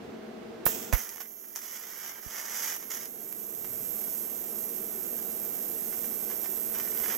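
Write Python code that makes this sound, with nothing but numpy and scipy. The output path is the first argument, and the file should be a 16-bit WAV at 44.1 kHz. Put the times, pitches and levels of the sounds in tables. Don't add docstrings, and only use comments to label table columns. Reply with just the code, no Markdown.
import sys
import numpy as np
from scipy import signal
from scipy.fft import rfft, irfft, next_fast_len
from scipy.io import wavfile
from scipy.ndimage import minimum_filter1d

SR = 44100
rng = np.random.default_rng(int(sys.argv[2]) if len(sys.argv) > 2 else 0)


def store_wav(level_fs):
    pcm = np.round(np.clip(np.atleast_2d(level_fs), -1, 1) * 32767)
    wavfile.write(sys.argv[1], SR, pcm.T.astype(np.int16))


N = 316197
TIME = np.arange(N) / SR
VALVE_S, STRIKE_S = .6548, .924

# pitch_hz, level_db
FAN_COLOUR = [(30, -43), (100, -17), (155, -10), (215, -1), (300, -1), (370, 4), (415, 1), (465, 3.5),
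              (540, -11), (720, -3.5), (950, -12.5), (1350, -12.5), (4000, -24), (10000, -37),
              (12500, -34.5), (15500, -39)]
GAS_COLOUR = [(400, -22), (900, -15.5), (2000, -10.5), (2700, -14), (3200, -9), (4300, -20), (5500, -7.5),
              (7000, -1.5), (8300, -4.5), (9500, -17), (10800, -7), (11900, -1), (13000, 2), (14200, -1),
              (15600, 4)]
KNOCK_COLOUR = [(60, -14), (400, -3), (1000, 3.5), (2200, 2.5), (4000, -13), (6500, -10), (9500, -23),
                (15000, -12)]
SPIT_COLOUR = [(200, -24), (900, 4.5), (2200, -3), (4200, -11.5), (6300, 3.5), (9000, -3), (12500, 10.5),
               (15500, 1)]
SPUTTER_COLOUR = [(120, -42), (400, -10.5), (800, -1), (1400, 1), (2100, 2.5), (2680, -10), (2980, -1),
                  (3400, -6.5), (4200, -13.5), (5300, 1), (6500, 4.5), (7500, -1.5), (8100, -1.5),
                  (8850, -6), (9800, -6), (12000, 7), (15500, -3.5)]
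LONG_ARC_COLOUR = [(1000, -49), (4400, -33), (5400, -13.5), (6800, -4), (8000, -33.5), (9000, -11),
                   (10200, 0.5), (11200, -5), (12100, 6.5), (12750, 5.5), (13500, -3), (14350, 1),
                   (14900, 4.5), (15800, 3.5)]
SHORT_ARC_COLOUR = [(1000, -24.5), (4700, -29.5), (5300, -18.5), (6500, -18.5), (8400, -9.5), (9600, -14.5),
                    (10400, -20), (11200, -1), (11750, -9.5), (12300, -1), (13400, 0), (14000, -2),
                    (14600, 0), (15800, -16)]
# pitch_hz, gain_db
LEFT_MIC_COLOUR = [(100, 5), (380, -1), (550, 3), (800, -5.5), (1300, -5), (1800, -5), (2700, -3.5),
                   (3400, -4.5), (4300, -3), (6300, -2.5), (7600, -14), (9000, -14.5), (10000, -6),
                   (12300, -15), (13700, -10.5), (15000, -6.5)]
# pitch_hz, width_hz, level_db, left_minus_right_db
FAN_TONES = [(638.3, 1, -13.5, 1), (458, 12, -17, -2), (372.3, 2, -17, 8), (742, 8, -25, 0),
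             (1042, 8, -27, 0), (2089, 5, -30, 0)]
# pitch_hz, width_hz, level_db
CASE_DRONE = [(215.3, 6, -12), (231, 6, -14)]
# centre_s, half_width_s, gain_db
DRONE_SWELL = (0.3, 0.2, 5.6)
# centre_s, half_width_s, level_db
GUSTS = [(.06, 0.053, -57), (3.79, 0.18, -53.5)]
# start_s, click_db, click_decay_s, rattle_db, rattle_decay_s
KNOCKS = [(0.6652, -9, 0.0016, -16, 0.0013), (0.9273, -8, 0.00022, -25, 0.032)]
# start_s, level_db, rise_s, decay_s
PUFFS = [(0.6651, -34, 0.0004, 0.005), (0.935, 2.5, 0.0016, 0.0085), (2.264, -11.5, 0.00028, 0.0037)]
# start_s, level_db
SPITS = [(0.9275, -9), (0.9345, -15), (0.9358, -5), (0.9508, -2), (1.092, 4), (1.113, -10), (1.139, -11),
         (1.16, -4), (1.2131, -3), (1.56, 10), (1.5672, -2), (1.574, 4.5), (1.589, -4), (1.658, -4),
         (1.793, -3), (2.765, 3.5), (3.0565, -4), (3.326, -5)]
# start_s, level_db, decay_s
SPURTS = [(1.069, -22, .005), (1.082, -23, 0.0027), (1.099, -25, 0.0017), (1.113, -20, 0.0017),
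          (1.125, -18, 0.0029), (1.137, -28, 0.0021), (1.16, -19, 0.0016), (1.17, -13, 0.0023),
          (1.18, -12, 0.0024), (1.216, -22, .002), (1.242, -32, 0.0076), (1.257, -20, .002),
          (1.441, -23.5, 0.0033), (1.451, -23.5, 0.0022), (1.72, -32, 0.043), (2.021, -37, 0.082),
          (2.37, -29.5, 0.032), (2.826, -20, 0.0027), (2.839, -26, 0.003), (3.646, -25, 0.0047),
          (3.024, -19, 0.0036), (5.188, -29, 0.0053), (5.926, -32.5, 0.0092), (5.943, -31, 0.002),
          (6.043, -22.5, 0.0017), (6.299, -29, 0.004), (6.311, -24, 0.0023), (6.444, -30, 0.004),
          (6.459, -26.5, 0.0024), (6.743, -36, 0.005), (6.7564, -34, 0.003), (6.7852, -38, 0.0028),
          (6.7986, -20.5, 0.0031), (6.8753, -28, 0.0034), (7.001, -37, 0.0036), (7.0371, -34.5, 0.002),
          (7.059, -29, 0.0026), (7.1, -30, 0.0054), (7.147, -28, 0.0031)]
# start_s, length_s, level_db, growth_db_per_s, attack_s, treble_db
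BOILING_FITS = [(0.964, 0.19, -26.5, -12, 0.019, 1), (1.198, 0.011, -16, -57, 0.003, -3.5),
                (1.547, 0.05, -30, -60, .005, 6.5), (1.609, 0.15, -30.5, 22, 0.0084, 5),
                (1.746, 0.35, -30, 20.5, 0.012, 0), (2.105, 0.091, -25, 6, 0.013, -13),
                (2.205, 0.21, -26.5, 28, 0.0099, -0.5), (2.423, 0.12, -23, 8, 0.008, -0.5),
                (2.539, 0.16, -21.5, 11, .012, 4), (2.706, .055, -21.5, -40, 0.0087, 3.5),
                (2.789, 0.029, -32, 0, .012, 3), (2.9, 0.16, -23.5, -63, 0.006, 6),
                (6.263, 0.072, -39.5, 1, 0.0096, 0), (6.74, 0.12, -35.5, -33, .004, 4),
                (6.899, 0.24, -38, 41, .004, -1)]
# time_s, closeness
TORCH_PATH = [(1, 0.04), (2.8, 0.1), (3.3, 0.62), (3.9, 0.79), (4.6, 0.7), (7.1, 0.94)]
# centre_s, half_width_s, gain_db
HISS_SWELLS = [(1.85, 0.35, 2.5), (2.7, 0.29, 1.5), (3.95, 0.29, 3), (4.17, 0.052, 2), (4.61, 0.048, 2),
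               (4.76, 0.019, 1.5), (6.6, 0.89, 1), (7.028, 0.065, 2.5)]
# pitch_hz, width_hz, level_db, loudest_at_closeness, throb_depth
WHISTLES = [(12649, 14, -7.3, 0, 0), (13770, 6, -22, 0, 0), (14880, 28, -16, 0, 0), (12285, 45, -11, 1, 0),
            (12428, 40, -6, 1, .4), (13719.5, 1.5, -8.8, 1, 1.6), (15015, 24, -20, .9, 0)]


def undb(db):
    return 10 ** (np.asarray(db) / 20)


def unit(x):
    return x / np.sqrt(np.mean(x ** 2))


def cut(x, order, hz, kind="lowpass"):
    return signal.sosfilt(signal.butter(order, hz, kind, fs=SR, output="sos"), x)


def log_gain(points, size):
    hz, db = np.transpose(points)
    bins = np.maximum(np.fft.rfftfreq(size, 1 / SR), 1)
    return np.log(undb(np.interp(np.log(bins), np.log(hz), db)))


def colour(x, points, size=2048):
    cepstrum = irfft(log_gain(points, size))
    cepstrum[1:size // 2] *= 2
    cepstrum[size // 2 + 1:] = 0
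    response = irfft(np.exp(rfft(cepstrum)))
    return signal.fftconvolve(x, response / np.linalg.norm(response))[:N]


def wander(rate_hz):
    size = next_fast_len(N)
    bins = np.fft.rfftfreq(size, 1 / SR)
    spectrum = rfft(rng.standard_normal(size)) / (1 + (bins / rate_hz) ** 4)
    return unit(irfft(spectrum, size)[:N])


def tone(hz, width_hz):
    drift = np.cumsum(rng.standard_normal(N)) * np.sqrt(2 * np.pi * width_hz / SR)
    return np.sqrt(2) * np.sin(2 * np.pi * hz * TIME + drift)


def hold(until_s, decay_s):
    return np.exp(-np.maximum(TIME - until_s, 0) / decay_s)


def fade(start_s, decay_s):
    return (TIME >= start_s) * hold(start_s, decay_s)


def bump(centre_s, half_width_s):
    return np.exp(-((TIME - centre_s) / half_width_s) ** 2)


def crackle(per_s, scatter_db):
    clicks = (rng.random(N) < per_s / SR) * np.sign(rng.standard_normal(N))
    return unit(clicks * undb(scatter_db * np.clip(rng.standard_normal(N), -2, 2)))


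def draught():
    gusts = sum(undb(db) * bump(s, width) for s, width, db in GUSTS)
    return colour(rng.standard_normal(N), [(30, -9), (70, -5), (130, 1), (220, -2), (600, -29)]) * gusts


def fan(stereo_width=0.76, level_db=-44):
    def air():
        return colour(rng.standard_normal(N), FAN_COLOUR) * undb(0.45 * wander(27))
    sides = np.array([[.5], [-.5]])
    tones = sum(undb(db + pan * sides) * tone(hz, width) for hz, width, db, pan in FAN_TONES)
    swell_s, swell_width, swell_db = DRONE_SWELL
    drone = sum(undb(db) * tone(hz, width) for hz, width, db in CASE_DRONE)
    drone *= undb(swell_db * bump(swell_s, swell_width))
    spread = cut(air(), 4, 245, "highpass")
    return (undb(-1.5) * air() + 2 * sides * stereo_width * spread + tones + drone) * undb(level_db)


def workshop_echo(x, ring_s=0.1):
    age = TIME[:SR // 6]
    pose = 2 * wander(2.24)
    shares = np.array([np.cos(pose), np.sin(pose), np.cos(2 * pose), np.sin(2 * pose)]) / np.sqrt(2)
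    echo = 0
    for share in shares:
        tail = rng.standard_normal(len(age)) * np.exp(-np.log(1000) * age / ring_s) * (age > .001)
        echo += signal.oaconvolve(x * share, tail / np.linalg.norm(tail))[:N]
    return colour(echo, [(300, -2.5), (2200, 11), (5000, 9), (13000, 5)])


def gas(nozzle_hz=11900, empty_s=0.38):
    jet = colour(rng.standard_normal(N), GAS_COLOUR) + undb(-10) * tone(nozzle_hz, width_hz=350)
    rush = colour(rng.standard_normal(N), [(6000, -29.5), (10000, -16), (12800, -2), (15500, -4.5)])
    rush *= undb(-12) * hold(VALVE_S + 0.0073, decay_s=0.023)
    pressure = np.clip(1 - (TIME - VALVE_S) / empty_s, 0, 1)
    dull = cut(jet, 1, 6000)
    jet = dull + (jet - dull) * pressure ** .8
    valve_open = (1 + np.tanh((TIME - VALVE_S) / .0007)) / 2
    return (jet * undb(-23.5) * pressure ** 1.14 + rush) * valve_open * undb(1.9 * wander(320))


def knocks():
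    sound = 0
    for s, db, decay, rattle_db, rattle_decay in KNOCKS:
        pressure = fade(s, decay)
        click = colour(np.diff(pressure, prepend=0) + 0.28 * pressure, KNOCK_COLOUR)
        rattle = colour(rng.standard_normal(N) * fade(s, rattle_decay), KNOCK_COLOUR)
        sound += undb(db) * click / np.abs(click).max() + undb(rattle_db) * rattle
    return sound


def puffs():
    return sum(undb(db) * (1 + np.tanh((TIME - s) / rise / 2)) / 2 * hold(s, decay)
               for s, db, rise, decay in PUFFS)


def spits(decay_s=0.00022):
    bursts = sum(undb(db) * fade(s, decay_s) for s, db in SPITS) * rng.standard_normal(N)
    return undb(-4.5) * colour(bursts, SPIT_COLOUR)


def boiling_level(start_s, length_s, db, growth_db_per_s, attack_s):
    age = np.maximum(TIME - start_s, 0)
    gate = (1 - np.exp(-age / attack_s)) * hold(start_s + length_s, decay_s=0.013)
    return gate * undb(db + growth_db_per_s * np.minimum(age, length_s))


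def sputter(closeness, fits, clean_s=3.06):
    pool = colour(crackle(per_s=2000, scatter_db=3.5), SPUTTER_COLOUR)
    pool *= undb((2 * closeness - 0.07) * wander(77) + 2 * wander(4.7))
    body = cut(pool, 1, 2900)
    simmer = undb(np.where(TIME < clean_s, -38, -49.5))
    spurts = sum(undb(db) * fade(s, decay) for s, db, decay in SPURTS)
    body_level = np.hypot(simmer, fits.sum(axis=0)) + spurts
    fit_treble = undb([row[5] for row in BOILING_FITS]) @ fits
    treble_level = np.hypot(simmer, fit_treble) + undb(-12) * spurts
    return body * body_level + undb(-9 * closeness) * (pool - body) * treble_level


def plasma(closeness, throb_hz=120):
    mains = closeness * np.cos(2 * np.pi * throb_hz * TIME)
    grains = crackle(per_s=8000, scatter_db=5.5) * (1 + 0.23 * mains) * undb(0.31 * wander(21))
    hiss = np.sqrt(1 - closeness) * colour(grains, LONG_ARC_COLOUR)
    hiss += np.sqrt(closeness) * colour(grains, SHORT_ARC_COLOUR)
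    whistles = 0
    for hz, width, db, loudest_at, throb in WHISTLES:
        level = np.clip(1 - 0.7 * abs(closeness - loudest_at), 0, 1) * undb(db + .8 * wander(22))
        whistles += level * unit(tone(hz, width) * np.exp(throb * mains))
    steadied = 1 - fade(STRIKE_S, .25)
    return undb(-1.23) * hiss + whistles * steadied


def plasma_level(boiling, build_s=0.0046, fresh_db=9, settle_s=0.66):
    age = np.maximum(TIME - STRIKE_S, 0)
    settling = (1 - np.exp(-age / build_s)) * undb(-28 + fresh_db * np.exp(-age / settle_s))
    swell_db = sum(db * bump(s, width) for s, width, db in HISS_SWELLS)
    return np.hypot(settling, undb(-4) * boiling) * undb(swell_db)


def arc():
    closeness = np.clip(np.interp(TIME, *np.transpose(TORCH_PATH)), 0, 1)
    fits = np.array([boiling_level(*row[:5]) for row in BOILING_FITS])
    hiss = plasma(closeness) * plasma_level(fits.sum(axis=0))
    return (hiss + sputter(closeness, fits)) * (TIME > STRIKE_S) + spits()


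def left_mic(x, notch_hz=8800):
    size = next_fast_len(N + SR // 10)
    flip = np.tanh((notch_hz - np.fft.rfftfreq(size, 1 / SR)) / 300)
    return irfft(rfft(x, size) * np.exp(log_gain(LEFT_MIC_COLOUR, size)) * flip, size)[:N]


def scene():
    torch = gas() + knocks() + arc()
    air = fan() + draught()
    left = left_mic(undb(-4) * torch + undb(-2.5) * workshop_echo(torch) + air[0])
    right = undb(-1.69) * torch + undb(-12) * workshop_echo(torch) + air[1] + puffs()
    return np.array([left, right])


def auto_volume(x, limit_db=-16.5, hold_s=1.36, release_s=1.0, attack_s=0.059, kept=0.12):
    bass = cut(x[1], 2, 120)
    over_db = np.maximum(20 * np.log10(np.abs(bass) + 1e-9) - limit_db, 0)
    window = int(hold_s * SR)
    held_db = -minimum_filter1d(-over_db, window, origin=(window - 1) // 2, mode="constant")
    release = np.exp(-TIME / release_s)
    easing_db = np.maximum.accumulate(held_db / release) * release
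    cut_db = (1 - kept) * easing_db + kept * np.maximum.accumulate(held_db)
    step = 1 / (attack_s * SR)
    return x * undb(-signal.lfilter([step], [1, step - 1], cut_db))


def record(dry, rumble_hz=42, top_hz=15750):
    sound = cut(auto_volume(dry), 3, rumble_hz, "highpass")
    return signal.sosfilt(signal.ellip(10, .2, 70, top_hz, fs=SR, output="sos"), sound)


dry = scene()
out = record(dry)
store_wav(out)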